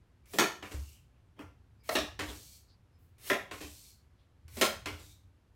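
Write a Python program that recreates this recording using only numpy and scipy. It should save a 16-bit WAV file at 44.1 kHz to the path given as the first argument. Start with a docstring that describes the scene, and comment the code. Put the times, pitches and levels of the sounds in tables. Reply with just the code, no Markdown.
"""Cards are dealt one by one onto a hard table in a small, bare, quiet room.
Each card hisses off the deck, snaps free of the thumb, slaps down and is slid into place.
Snaps and slaps are short cracks of noise, hisses are grainy noise, whistles are narrow bands of noise.
The table top booms softly in low sine tones under the hand, and noisy echoes answer the cards.
A low rumble and a faint, even hiss lie behind it all."""
import sys
import numpy as np
from scipy import signal
from scipy.fft import rfft, irfft, next_fast_len
from scipy.io import wavfile
from scipy.ndimage import uniform_filter1d, map_coordinates

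SR = 44100
rng = np.random.default_rng(int(sys.argv[2]) if len(sys.argv) > 2 else 0)


def waveform_to_disk(signal):
    """Save audio, clipped to [-1, 1], as 16-bit WAV at the path in sys.argv[1]."""
    frames = np.transpose(np.atleast_2d(signal))
    scaled = np.clip(frames, -1, 1) * 32767
    samples = np.round(scaled).astype(np.int16)
    wavfile.write(sys.argv[1], SR, samples)


N = 244755

# a card is drawn off the deck: start t/s, end t/s, hiss at full speed before mixing/dB, first touch level/dB
PULLS = [(.257, 0.373, -46.5, -71), (1.835, 1.952, -41.5, -83.5), (3.182, 3.303, -42, -72),
         (4.48, 4.616, -44.5, -64.5)]
# a card lands, edge first and then flat: t/s, level/dB, treble/dB, time from edge to flat/s
TAPS = [(0.624, -47.5, -8, 0.0031), (2.191, -40, -2, .0055), (3.511, -47, -4, .002),
        (4.8572, -41.5, 0, .002)]
# fingers press the landed card and push it into place:
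# press t/s, stop t/s, press level/dB, hiss before mixing/dB, whistle f/Hz
SLIDES = [(.709, 0.942, -47.5, -56, 2858), (2.282, 2.567, -48.5, -51.5, 4420),
          (3.604, 3.904, -46.5, -51.5, 4350), (4.985, 5.122, -58.5, -58, 3720)]


def amp(db):
    """Turn decibels into a plain multiplier."""
    return 10 ** (np.asarray(db) / 20)


def unit(x):
    """Scale a sound to an average (RMS) strength of 1."""
    return x / np.sqrt(np.mean(x ** 2) + 1e-20)


def along(points, hz):
    """Read a curve of (f/Hz, value) points, drawn on a logarithmic frequency axis."""
    f, v = np.transpose(points)
    return np.interp(np.log(hz + 1), np.log(f + 1), v)


def bumps(peaks, hz):
    """Add up the gains in dB of resonances given as (f/Hz, width/Hz, gain/dB)."""
    return sum(db / (1 + (2 * (hz - centre) / width) ** 2) for centre, width, db in peaks)


def coloured(x, gain_db):
    """Filter x with the gain gain_db(hz), without any sound arriving early."""
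    size = 2 * next_fast_len(len(x) // 2 + 4096)
    log_gain = np.log(amp(gain_db(np.fft.rfftfreq(size, 1 / SR))))
    # folding the cepstrum forward in time gives the minimum-phase filter
    cepstrum = irfft(log_gain)
    cepstrum[1:size // 2] *= 2
    cepstrum[size // 2 + 1:] = 0
    response = np.exp(rfft(cepstrum))
    return irfft(rfft(x, size) * response, size)[:len(x)]


def levelled(x, order=150):
    """Even out the broad humps of a sound's spectrum, smoothing over order bins."""
    power = np.abs(uniform_filter1d(np.abs(rfft(x)) ** 2, order)) + 1e-12
    bins_hz = np.fft.rfftfreq(len(x), 1 / SR)
    return coloured(x, lambda hz: np.interp(hz, bins_hz, -10 * np.log10(power)))


def add(track, s, sound):
    """Mix a sound into the track from time s."""
    part = track[round(s * SR):][:len(sound)]
    part += sound[:len(part)]


def wobble(rate, size):
    """Draw a smooth random curve through rate random points a second."""
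    points = rng.standard_normal(int(size * rate / SR) + 4)
    return map_coordinates(points, [np.arange(size) * rate / SR])


def cards():
    """Each card snaps, is touched, lands and is pressed: every contact cracks, coloured by resonances."""
    # a card catches and snaps free: t/s, level/dB, body/dB, treble/dB, crack over room/dB, attack/s
    snaps = [(0.335, -42, 11.5, 1, 2.5, .0005), (0.3853, -23, 0, 0, -0.5, 0.00056),
             (1.89, -33, -1, -4, 9, 0.0021), (1.9525, -28, 1.5, -1.5, 4, 0.0021),
             (3.2988, -26.5, -1.5, -9, 1, 0.0013), (4.568, -43, 9, 3.5, -2.5, 0.0017),
             (4.6123, -23.5, 1, 3.5, -4.5, .0002)]
    # colour of a snap: f/Hz, level/dB
    snap_colour = [(60, -36), (110, -18.5), (160, -8), (220, -5.5), (350, -2), (600, -3.5), (1000, -5),
                   (2000, -7.5), (3200, -11.5), (5500, -15.5), (8000, -17), (10000, -23), (13500, -22),
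                   (16000, -29)]
    # resonances heard with the deck: f/Hz, width/Hz, gain/dB
    deck = [(362, 58, 5), (500.4, 30, -8.5), (610, 71, 4.5), (895.6, 160, -5.5), (1040, 62, 2.5),
            (1340, 74, 3.5), (1537, 110, -9.5), (1820, 130, 5.5), (2184, 130, 3.5), (8000, 1600, -2.5)]
    # each card is bent differently, so each snap has its own resonances: f/Hz, width/Hz, gain/dB
    bend_1 = [(1170, 51, -5), (2052, 121, -7.5), (8312, 831, 7.5)]
    bend_2 = [(319, 21, 8.5), (434, 34, 2.5), (594, 93, -8.5), (852, 15, 12.5), (1394, 31, 8.5),
              (2750, 280, -5), (3329, 570, 2.5), (6200, 1600, 4)]
    bend_3 = [(230, 160, -5), (367, 71, -14.5), (530, 260, 8), (714, 130, 10), (913, 64, 7), (1010, 60, -3),
              (4370, 500, 7.5)]
    bend_4 = [(297, 25, 8.6), (473, 29, 3.6), (627, 82, 4.5), (1272, 130, 3.6), (1730, 220, 3.9),
              (2818, 280, 6.0), (3830, 960, 8.9), (5530, 280, 6)]
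    bend_5 = [(392, 12, 5.5), (558, 48, 3.5), (905, 63, -9), (1000, 39, 8), (1085, 100, -4.5),
              (1620, 95, 5), (1934, 303, 3.5), (3395, 240, 3.5)]
    bend_6 = [(225, 33, 16.5), (308, 40, -12), (8181, 818, 7)]
    bend_7 = [(179.4, 25, -7.5), (214, 43, 8), (274.7, 25, -10), (538, 34, 7.5), (1060, 51, 7.5),
              (1408, 170, -2), (2180, 240, 3), (5470, 1000, 3)]
    bends = [bend_1, bend_2, bend_3, bend_4, bend_5, bend_6, bend_7]
    # colour of the other contacts: f/Hz, level/dB
    tap_colour = [(70, -13), (120, -14), (180, -4.5), (320, -1.5), (600, -3.5), (1200, -5.5), (2300, -6.5),
                  (4000, -12.5), (7500, -17), (10000, -23), (14000, -27), (16000, -33)]
    # resonances heard with the table top: f/Hz, width/Hz, gain/dB
    top = [(170.5, 35, -1.5), (300, 18, 13), (416, 42, 4), (796, 73, -0.85), (896, 75, -5.5),
           (1063, 160, 3), (1482, 36, 4), (1977, 1200, 0.5), (2880, 1700, 3.5), (8550, 858, -1.5)]
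    # a finger knocks and scuffs on a card: t/s, level/dB
    knocks = [(1.985, -39.5), (2.348, -62), (3.624, -52.5)]
    edge_share = 0.82  # share of the treble setting that already applies at 4700 Hz
    track = np.zeros(N)

    def tap(db, **touch):
        """A contact heard with the table top."""
        return blow(tap_colour, top, db, **touch, build_s=0.0022, grain_db=2, crinkle_db=-11.0,
                    ripple_db=3.0)

    for (s, db, body_db, treble_db, crack_db, attack_s), bend in zip(snaps, bends):
        add(track, s, blow(snap_colour, [*deck, *bend], db, body_db, edge_share * treble_db, treble_db,
                           crack_db, crack_s=0.0033, attack_s=attack_s, build_s=0.0047,
                           grain_db=0.5, crinkle_db=-6, ripple_db=3.0))
    # first touch of each pull
    for s, _, _, db in PULLS:
        add(track, s, tap(db, body_db=-2.5, edge_db=3.0, air_db=12.5,
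                          crack_db=6, crack_s=.002, attack_s=0.00065))
    # landing: first the edge, then the flat card
    for s, db, treble_db, flat_s in TAPS:
        colour = dict(body_db=-1.2, edge_db=edge_share * treble_db, air_db=treble_db)
        add(track, s, tap(db, **colour, crack_db=1.5, crack_s=.0025, attack_s=0.0011))
        add(track, s + flat_s, tap(db, **colour, crack_db=7, crack_s=.0012, attack_s=0.00068))
    # fingers press the card
    for s, _, db, _, _ in SLIDES:
        add(track, s, tap(db, body_db=6.5, edge_db=4, air_db=7.5,
                          crack_db=-7, crack_s=0.0054, attack_s=0.0052))
    for s, db in knocks:
        add(track, s, tap(db, body_db=14.5, edge_db=15, air_db=4.5,
                          crack_db=4.0, crack_s=0.0022, attack_s=0.002))
    return track


def blow(spectrum, peaks, db, body_db, edge_db, air_db, crack_db, crack_s, attack_s, build_s,
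         grain_db, crinkle_db, ripple_db):
    """A short crack, then the room; edge_db and air_db set how bright each contact sounds."""
    echoes = tail()
    t = np.arange(len(echoes)) / SR
    # the first echoes arrive in clumps, and merge as they multiply
    clumps = wobble(800, len(t)) + 0.42 * wobble(160, len(t))
    echoes *= amp(grain_db * clumps * np.exp(-t / 0.12))
    echoes *= 1 - np.exp(-t / build_s)
    crack = amp(crack_db) * np.exp(-(t / (2 * crack_s)) ** 2) * rng.standard_normal(len(t))
    # a chatter of single ticks, about 400 a second and fading
    ticks = (rng.random(len(t)) < 400 / SR) * rng.uniform(-1, 1, len(t))
    crack += amp(crinkle_db) * unit(ticks) * np.exp(-t / 0.03)
    # the direct sound is brighter than the echoes
    bright = [(200, -6.5), (1200, -1.5), (4000, 6.5), (12000, 5.0)]
    crack = coloured(crack, lambda hz: along(bright, hz))
    sound = levelled((crack + echoes) * (1 - np.exp(-t / attack_s)))
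    touch = [(400, body_db), (1300, 0), (2300, 0), (4700, edge_db), (10000, air_db)]
    # a random ripple varies the colour of each contact
    ripple_hz = 700 + np.cumsum(rng.uniform(.5, 1.5, size=70) * np.linspace(40, 300, num=70))
    heights_db = ripple_db * np.pad(rng.standard_normal(len(ripple_hz) - 2), 1)
    ripple = np.column_stack([ripple_hz, heights_db])

    def colour_db(hz):
        """All the colours of this contact together."""
        return along(spectrum, hz) + along(touch, hz) + bumps(peaks, hz) + along(ripple, hz)

    sound = coloured(sound, colour_db)
    return amp(db) * sound / np.std(sound[:SR // 22])  # level of the first 45 ms


def tail():
    """The room's answer to a click: dense echoes, each frequency dying at its own speed."""
    # how long echoes take to fall by 60 dB: f/Hz, time/s
    room = [(100, 0.53), (260, 0.16), (700, 0.35), (1840, 0.35), (4850, 0.37), (12800, .31)]
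    hz, t, z = signal.stft(rng.standard_normal(SR * 3 // 4), SR, nperseg=256)
    fading = amp(-60 * t / along(room, hz)[:, None])
    return signal.istft(z * fading, SR, nperseg=256)[1]


def friction():
    """Cards rub off the deck and along the table, the hand rubs the deck, and slow rubbing sings."""
    # colours of the hisses: f/Hz, level/dB
    pull_colour = [(150, -4), (400, 0.5), (1200, -7.5), (2300, 1.5), (4000, -0.5), (8000, -1.5), (13000, 0),
                   (16000, -3)]
    slide_colour = [(200, -4), (700, -19), (1700, -25), (2500, -8.5), (4500, -1), (8000, -0.5), (10000, -5),
                    (14000, -4.5), (16000, -10.5)]
    grip_colour = [(70, -26), (150, -9), (230, 1), (300, 3.5), (430, -3), (600, -7.5), (1200, -11),
                   (2200, -18), (3200, -21), (3750, -39), (4400, -29.5), (5800, -29.5), (7000, -35),
                   (16000, -39)]
    brush_colour = [(2000, -26), (5000, -8), (8000, -6), (10000, -3), (14500, 2), (16000, -2)]
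    # the palm shifts its grip on the deck: start t/s, end t/s, first and last level before mixing/dB
    grips = [(1.36, 1.39, -67.5, -53), (1.391, 1.425, -40, -47)]
    # the thumb brushes the top card: start t/s, end t/s, first and last level before mixing/dB
    brushes = [(2.98, 3.035, -80, -74), (3.04, 3.1, -78.5, -87)]
    track = rub(pull_strokes(), pull_colour, grain_db=1.0, room_db=-2.5, fade_s=.006)
    track += rub(slide_strokes(), slide_colour, grain_db=2.0, room_db=-6.0, fade_s=0.026)
    track += rub(grips, grip_colour, grain_db=4.0, room_db=-3.5, fade_s=0.0067)
    track += rub(brushes, brush_colour, grain_db=4.0, room_db=-1.5, fade_s=.01)
    return track + whistles()


def pull_strokes():
    """Each card's hiss grows as it speeds up on the deck, then holds until the card is free."""
    rise_db, hold_s = 24, .028
    for start, end, db, _ in PULLS:
        yield start, end - hold_s, db - rise_db, db
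        yield end - hold_s, end, db, db


def slide_strokes():
    """Each card glides from its landing until the fingers press it, then is pushed ever more slowly."""
    glide_db = -2.5  # free glide relative to the push
    slowing_db_per_s = 19  # fading of the push
    grab_s = 0.0088  # lag from touch to hiss, and gap before the press
    for (lands, *_), (press, stop, _, db, _) in zip(TAPS, SLIDES):
        yield lands + grab_s, press - grab_s, db + glide_db, db + glide_db
        yield press + grab_s, stop, db, db - slowing_db_per_s * (stop - press)


def rub(strokes, spectrum, grain_db, room_db, fade_s):
    """Card stock rubs: a grainy hiss that follows each stroke, heard with the room."""
    track, t = np.zeros(N), np.arange(SR) / SR
    for start, end, first_db, last_db in strokes:
        length = max(end - start, .01)
        fibres = amp(grain_db * wobble(700, SR)) * rng.standard_normal(SR)
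        hiss = unit(coloured(fibres, lambda hz: along(spectrum, hz)))
        hiss *= amp(np.interp(t, [0, length], [first_db, last_db]))
        hiss *= np.exp(-np.maximum(t - length, 0) / fade_s)
        echoes = tail()
        add(track, start, amp(-4.5) * hiss)
        answer = signal.fftconvolve(hiss, echoes / np.linalg.norm(echoes))
        add(track, start, amp(room_db) * answer)
    return track


def whistles():
    """Cards sing when they move slowly: as a pull starts, as a slide ends, and under a shifting finger."""
    # a finger squeaks briefly on card: peak t/s, level before the singing trim/dB, f/Hz, width/Hz
    squeaks = [(1.16, -82, 2750, 900), (1.399, -65.5, 3130, 450), (1.815, -79, 4900, 300),
               (2.295, -50, 3424, 600), (2.705, -67, 4540, 900), (2.949, -83, 5160, 250),
               (4.21, -73.5, 3660, 2000)]
    card_hz, card_width_hz = 2300, 240  # the card's own note under slow friction
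    lead_s = .025  # the whistle is strongest just before the card stops
    track = np.zeros(N)
    for start, *_ in PULLS:
        track += sing(start + .02, -70.5, card_hz, card_width_hz, swell_s=0.02, fade_s=0.041)
    for _, stop, _, _, hz in SLIDES:
        track += sing(stop - lead_s, -67, hz, width_hz=480, swell_s=0.11, fade_s=.072)
        track += sing(stop - lead_s, -75.5, card_hz, card_width_hz, swell_s=.06, fade_s=0.053)
    for s, db, hz, width_hz in squeaks:
        track += sing(s, db, hz, width_hz, swell_s=0.016, fade_s=0.03)
    return track


def sing(s, db, centre_hz, width_hz, swell_s, fade_s):
    """Slow friction feeds one resonance of the card, which swells unevenly up to time s and fades."""
    track, t = np.zeros(N), np.arange(SR) / SR
    start = max(s - .5, 0)
    age = start + t - s  # negative before the peak

    def resonance_db(hz):
        """A single peak around the note."""
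        return -20 * np.log10(1 + (2 * (hz - centre_hz) / width_hz) ** 2)

    band = coloured(rng.standard_normal(SR), resonance_db)
    band = unit(band * amp(2 * wobble(50, SR)))
    swell = np.exp(-(age / np.where(age < 0, swell_s, fade_s)) ** 2 / 2)
    add(track, start, amp(db - 1.5) * band * swell)  # -1.5 dB trims all the singing
    return track


def table():
    """The top swings in its lowest modes under each landing card and the soft weight of the hand."""
    # the hand bumps the table top: t/s, level before a 1 dB trim and the envelope/dB, f/Hz
    thuds = [(.742, -27.5, 74.8), (0.786, -26.5, 72.2), (1.433, -40.5, 90.2), (1.976, -40.5, 66),
             (2.278, -35.5, 62), (3.637, -41, 72.6), (4.449, -39.5, 83.6), (4.536, -40.5, 80.6),
             (4.919, -37.5, 81.6), (5.233, -51, 91)]
    swell_s, t60_s = .01, 0.29  # time to build up; time to fall by 60 dB
    track, t = np.zeros(N), np.arange(SR) / SR
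    # each landing sets the top swinging at 92.2 Hz, 1 dB over its tap setting before the trim
    landings = [(s, db + 1, 92.2) for s, db, *_ in TAPS]
    envelope = (1 - np.exp(-t / swell_s)) * np.exp(-np.log(1000) * t / t60_s)
    for s, db, hz in thuds + landings:
        swing = np.sin(2 * np.pi * hz * t) + amp(-11) * np.sin(2 * np.pi * 1.3 * hz * t)
        add(track, s, amp(db - 1) * swing * envelope)
    return track


def background():
    """A restless low rumble of the table top under a faint, even hiss, both made of filtered noise."""
    # colour of the quiet room: f/Hz, level/dB
    still = [(22, -20.5), (45, -8.5), (90, -6.5), (150, -14.5), (260, -18.5), (600, -27.5), (1300, -31),
             (2700, -37), (4000, -40.5), (8000, -47.5), (12500, -50), (16000, -62)]
    # colour of the table top's low rumble: f/Hz, level/dB
    rumble_colour = [(25, -26.5), (45, -10.5), (60, 0.5), (90, 0.5), (125, -6.5), (200, -28.5), (600, -71)]
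    # the rumble as the arms move on the table top: t/s, level before a 0.9 dB lift and the wobble/dB
    shake = [(0.0, -62.5), (0.62, -67.5), (0.74, -62.5), (1.87, -64), (2.19, -56.5), (2.6, -66),
             (3.03, -62.5), (4.31, -67), (4.61, -57.5), (4.87, -57.5), (5.25, -67.5), (5.55, -72)]
    air = unit(coloured(rng.standard_normal(N), lambda hz: along(still, hz)))
    rumble = unit(coloured(rng.standard_normal(N), lambda hz: along(rumble_colour, hz)))
    shake_db = np.interp(np.arange(N) / SR, *np.transpose(shake))
    return amp(-67.5) * air + amp(shake_db + 0.9 + 1.3 * wobble(3.3, N)) * rumble


def scene():
    """All the sources together, as one channel."""
    return (cards() + friction() + table() + background())[None]


def record(dry):
    """Round the tallest peaks, then fade out everything above the band limit."""
    top_hz = 16000  # middle of a 300 Hz wide slope
    rounded = dry / (1 + (dry / .3) ** 4) ** .25
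    size = next_fast_len(N + SR // 2)
    passed = np.clip((top_hz - np.fft.rfftfreq(size, 1 / SR)) / 300 + .5, 0, 1)
    return irfft(rfft(rounded, size) * np.sin(np.pi / 2 * passed) ** 2, size)[:, :N]


dry = scene()
out = record(dry)
waveform_to_disk(out)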